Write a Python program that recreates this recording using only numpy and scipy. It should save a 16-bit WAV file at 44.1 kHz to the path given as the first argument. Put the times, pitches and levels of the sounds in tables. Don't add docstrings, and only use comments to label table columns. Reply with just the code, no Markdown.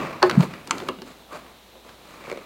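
import sys
import numpy as np
from scipy import signal
from scipy.fft import rfft, irfft, next_fast_len
from scipy.io import wavfile

SR = 44100
rng = np.random.default_rng(int(sys.argv[2]) if len(sys.argv) > 2 else 0)


def int16_out(signal):
    q = np.round(np.clip(np.atleast_2d(signal).T, -1, 1) * 32767)
    wavfile.write(sys.argv[1], SR, q.astype(np.int16))


N = 108045
T = np.arange(N) / SR

# (frequency [Hz], relative density [dB per Hz])
CRACK_COLOUR = [(50, -42), (200, -4.5), (900, 9), (2500, 2.5), (6500, -7), (10000, -15), (15500, -30.5)]


def from_db(db):
    return 10 ** (np.asarray(db) / 20)


def rms_one(x):
    return x / np.sqrt(np.mean(x ** 2) + 1e-20)


def at_hz(points, hz):
    table_hz, values = np.transpose(points)
    return np.interp(np.log(np.maximum(hz, 1)), np.log(table_hz), values)


def coloured(x, colour):
    size = next_fast_len(N)
    gain = from_db(at_hz(colour, np.fft.rfftfreq(size, 1 / SR)))
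    return rms_one(irfft(rfft(x, size) * gain, size)[:N])


def noise(colour):
    return coloured(rng.standard_normal(N), colour)


def high_pass(x, order, hz):
    return signal.sosfilt(signal.butter(order, hz, "high", fs=SR, output="sos"), x)


def dying(start, t60):
    rise_s = 0.0011
    age = T[:SR // 2] - 3 * rise_s
    first = max(int((start + age[0]) * SR), 0)
    out = np.zeros(N + SR)
    out[first:first + len(age)] = np.exp(np.where(age < 0, 2 * age / rise_s, -np.log(1000) * age / t60))
    return out[:N]


def ring(start, modes):
    lag_cycles = 0.6
    tone = 0
    for k, (hz, db, t60) in enumerate(modes):
        age = np.maximum(T[:SR // 2] - start % (1 / SR) - lag_cycles / hz, 0)
        decay = np.exp(-np.log(1000) * age / t60)
        sign = (-1) ** k
        tone = tone + sign * from_db(db) * decay * np.sin(2 * np.pi * hz * age)
    return np.concatenate([np.zeros(int(start * SR)), tone, np.zeros(N)])[:N]


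def brightened(modes, db, above_hz):
    return [(hz, level + db * (hz > above_hz), t60) for hz, level, t60 in modes]


def struck(contacts, modes, crack_db, crack_t60):
    crack = from_db(crack_db) * noise(CRACK_COLOUR)
    out = np.zeros(N)
    for start, db, treble_db in contacts:
        rung = ring(start, brightened(modes, treble_db, above_hz=2000))
        cracked = from_db(treble_db) * crack * dying(start, crack_t60)
        out += from_db(db) * (rung + cracked)
    return out


def bass_thinned(x):
    return high_pass(x, 2, 210)


def background():
    # (frequency [Hz], relative density [dB per Hz])
    air_colour = [(25, -5), (55, -7), (85, -6.5), (130, -5.5), (230, 0), (400, -2.5), (750, -2),
                  (1300, -9.5), (2300, -11), (3200, -9), (4000, -7), (4700, -16), (7000, -19.5),
                  (10000, -21.5), (15500, -21.5)]
    air_db, hum_db, hum_hz = -50.5, -61.5, 58.6
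    hum = np.sqrt(2) * np.sin(2 * np.pi * hum_hz * T)
    return from_db(air_db) * noise(air_colour) + from_db(hum_db) * hum


def grains(rate, spread_db):
    sizes = from_db(spread_db * np.minimum(rng.exponential(1, N), 5))
    return (rng.random(N) < rate / SR) * sizes * rng.choice([-1, 1], N)


def drift(cutoff_hz):
    return rms_one(signal.sosfilt(signal.butter(2, cutoff_hz, fs=SR, output="sos"), rng.standard_normal(N)))


def cloth():
    # (time of peak [s], rise [s], fall [s],
    #           bulk level [dB], swish level [dB], rasp level [dB], crinkle level [dB])
    strokes = [(.008, 0.1, 0.15, -32, -31, -37, -50), (0.254, 0.031, 0.036, -28.5, -38, -43, -44.5),
               (.335, 0.047, 0.09, -29.5, -47, -45, -49.5), (0.431, 0.047, 0.034, -30.5, -30, -39.5, -39),
               (.51, 0.045, 0.18, -43, -46.5, -47, -56.5), (.78, 0.079, 0.068, -35, -47, -51, -47),
               (.875, 0.028, 0.051, -43.5, -44.5, -50, -52.5), (1.08, 0.026, 0.084, -49, -50, -56, -51),
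               (1.358, 0.042, 0.029, -50, -35, -46, -45.5), (1.41, 0.044, 0.13, -53.5, -51, -54.5, -63),
               (1.881, 0.035, 0.095, -59.5, -50, -59, -56.5), (2.16, 0.14, 0.066, -53.5, -50.5, -55, -54.5),
               (2.301, 0.11, 0.14, -46.5, -43, -48.5, -54)]
    # (frequency [Hz], relative density [dB per Hz])
    bulk_colour = [(40, -56), (90, -2.5), (170, 4.5), (340, 4.5), (550, -4), (900, -7), (2000, -13),
                   (6000, -78)]
    swish_colour = [(150, -13), (400, -6), (620, 1.5), (820, -7.5), (1170, 2.5), (1450, -8.5),
                    (1900, -16.5), (3200, -31), (8000, -48)]
    rasp_colour = [(700, -10.5), (1600, -7), (2100, -2.5), (2350, 1.5), (2620, -2), (3100, -12),
                   (5000, -16.5), (10000, -31.5)]
    crinkle_colour = [(300, -3), (1500, 5), (3200, -2.5), (4600, 1.5), (5600, -8.5), (6800, -2.5),
                      (9000, -9), (15500, -15.5)]
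    grains_per_s, grain_spread_db = 4500, 0.5
    rough_db, rough_hz = 1.84, 64

    power = np.zeros((4, N))
    for peak, rise, fall, *levels in strokes:
        swell = np.exp(-((T - peak) / rise) ** 2)
        fade = np.exp(-(np.abs(T - peak) / fall) ** 1.4)
        shape = np.where(T < peak, swell, fade)
        power += (from_db(levels)[:, None] * shape) ** 2
    catching = rms_one(from_db(rough_db * drift(rough_hz)))
    colours = (bulk_colour, swish_colour, rasp_colour, crinkle_colour)
    parts = [coloured(grains(grains_per_s, grain_spread_db), colour) for colour in colours]
    return catching * np.sum(np.sqrt(power) * parts, axis=0)


def knock():
    # (time [s], level [dB], treble [dB])
    contacts = [(.2205, -10.5, -22), (.2275, 0, 5), (.2300, -7, -19), (.2346, -9.5, -14)]
    # frequency [Hz], level [dB], decay t60 [s]
    mode_hz = [363, 533, 598, 797, 928, 1073, 1300, 1479, 1655, 1800, 2900, 4325, 4750, 6300]
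    mode_db = [-17.5, -21, -24, -22.5, -10, -12.5, -18.5, -13, -22, -18, -25, -14.5, -23, -23.5]
    mode_t60 = [0.2, 0.063, .13, 0.18, 0.084, 0.066, 0.052, .06, 0.063, 0.11, .025, 0.018, 0.013, 0.0086]
    # (frequency [Hz], relative density [dB per Hz])
    thud_colour = [(40, -41), (120, -23), (300, 5), (750, 8.5), (1500, -4), (2100, -6.5), (4500, -18),
                   (12000, -45)]
    thud_db, thud_t60_s = -13.5, 0.067

    strongest = max(contacts, key=lambda row: row[1])[0]
    thud = from_db(thud_db) * noise(thud_colour) * dying(strongest, thud_t60_s)
    modes = list(zip(mode_hz, mode_db, mode_t60))
    return bass_thinned(struck(contacts, modes, crack_db=-18.5, crack_t60=0.012) + thud)


def ticks():
    # (time [s], basic t60 [s], low level [dB], middle level [dB], high level [dB])
    tick_rows = [(0.297, 0.032, -37, -17.5, -28.5), (0.312, 0.018, -29, -16.5, -33),
                 (0.4078, 0.012, -48, -20.5, -33), (0.4252, 0.021, -36, -27, -54),
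                 (0.4306, 0.014, -26.5, -26, -54), (0.5377, 0.02, -39.5, -26, -46),
                 (0.674, 0.026, -43, -36, -34), (0.7828, 0.013, -49, -29.5, -32.5),
                 (0.801, 0.029, -38, -26.5, -43), (.822, 0.02, -31.5, -36, -52),
                 (0.8865, 0.018, -43, -25, -34.5), (0.8889, 0.019, -25.5, -20, -38.5),
                 (0.9873, 0.022, -43, -37, -58), (1.0196, 0.024, -36.5, -32.5, -39.5),
                 (1.068, 0.013, -39.5, -49, -60), (1.465, 0.013, -50, -37.5, -65),
                 (1.7553, 0.02, -45, -55, -64), (1.85, 0.013, -36, -41.5, -56),
                 (1.8924, .035, -50, -41.5, -53)]
    linger = [1.52, 0.73, 0.76]
    # (frequency [Hz], relative density [dB per Hz])
    low_colour = [(40, -32), (110, -33), (250, 1), (550, -8), (1000, -10), (3000, -57)]
    middle_colour = [(300, -56), (900, 0), (1350, 2.5), (1900, -6), (2800, -6.5), (4500, -15), (9000, -55)]
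    high_colour = [(1500, -54), (4300, 7.5), (7000, 0), (9500, -4.5), (15500, -15)]

    parts = [noise(colour) for colour in (low_colour, middle_colour, high_colour)]
    out = np.zeros(N)
    for start, t60, *levels in tick_rows:
        for db, part, stretch in zip(levels, parts, linger):
            out += from_db(db) * part * dying(start, t60 * stretch)
    return out


def bumps():
    # (time of peak [s], level [dB], frequency [Hz], half length [s])
    bump_rows = [(0.381, -1.5, 177, 0.0049), (.4025, -5.5, 162.3, 0.009), (0.426, -16, 184, 0.002),
                 (.994, -36.5, 196, 0.0084)]
    lowest_hz = 97
    pushes = np.zeros(N)
    for peak, db, hz, length in bump_rows:
        swell = np.exp(-((T - peak) / length) ** 2)
        pushes += from_db(db) * swell * np.cos(2 * np.pi * hz * (T - peak))
    return signal.sosfiltfilt(signal.butter(4, lowest_hz, "high", fs=SR, output="sos"), pushes)


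def snap():
    # (time [s], level [dB], treble [dB])
    contacts = [(.6952, -20.5, -12), (.7093, 0.5, 1), (.7111, -11, -19)]
    # (frequency [Hz], level [dB], decay t60 [s])
    modes = [(915, -23.5, 0.09), (1343, -12, 0.022), (2240, -17.5, 0.011), (3050, -23.5, 0.019),
             (4280, -25, .014), (5100, -22.5, 0.014), (6200, -17.5, 0.011), (7080, -15.5, 0.0092),
             (8300, -22, 0.0064), (11000, -37, 0.011)]
    return bass_thinned(struck(contacts, modes, crack_db=-20.5, crack_t60=0.017))


def tugs():
    # (time [s], level [dB], brightness [dB])
    slips = [(2.2401, -45.5, 12), (2.2595, -47, 14), (2.278, -25, -16), (2.2993, -26, 3),
             (2.3152, -18.5, -0.5), (2.3258, -21, -3.5), (2.3345, -50, -8), (2.346, -36, -1),
             (2.359, -30.5, -2), (2.3738, -22.5, -3.5)]
    # (highest frequency [Hz], level [dB], decay t60 [s])
    modes = [(510, 2.5, 0.012), (1140, -8.5, 0.011), (2260, -5, 0.013), (4300, -20, 0.0088)]
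    scrape_db, scrape_t60_s = -10, 0.014

    scrape = from_db(scrape_db) * noise(CRACK_COLOUR)
    out = np.zeros(N)
    for start, db, bright_db in slips:
        plucked = [(hz * rng.uniform(0.96, 1.0), level, t60)
                   for hz, level, t60 in brightened(modes, bright_db, above_hz=900)]
        out += from_db(db) * ring(start, plucked)
        out += from_db(db + bright_db) * scrape * dying(start, scrape_t60_s)
    return bass_thinned(out)


def room(x):
    # (frequency [Hz], level [dB])
    room_colour = [(100, 6), (350, 11), (1200, 1), (2500, -0.5), (4500, -9.5), (7000, -15), (15000, -2)]
    # (frequency [Hz], t60 [s])
    tail_t60 = [(200, 0.58), (1200, 0.22), (4000, 0.86), (12000, 0.38)]
    early_t60_s, early_gain = 0.081, 2.1

    edges = np.geomspace(70, 16000, 11)
    response = 0
    for low, high in zip(edges, edges[1:]):
        hz = np.sqrt(low * high)
        band_pass = signal.butter(2, [low, high], "band", fs=SR, output="sos")
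        band = signal.sosfilt(band_pass, rng.standard_normal(N))
        decay = dying(0, at_hz(tail_t60, hz)) + early_gain * dying(0, early_t60_s)
        response = response + band * from_db(at_hz(room_colour, hz)) * decay
    response = response[:SR // 2] / np.sqrt(np.sum(response ** 2))
    return 2 * signal.fftconvolve(x, response)[:N]


def scene():
    hits = np.array([knock(), ticks(), bumps(), snap(), tugs()])
    sends = from_db([-16, -15, -35, -15, -23])
    return (hits.sum(axis=0) + room(sends @ hits) + cloth() + background())[None]


def record(dry):
    thin = high_pass(dry, 1, 30)
    top_cut = signal.ellip(10, .1, 70, 15900, fs=SR, output="sos")
    return signal.sosfilt(top_cut, np.clip(thin, -1, 1))


dry = scene()
out = record(dry)
int16_out(out)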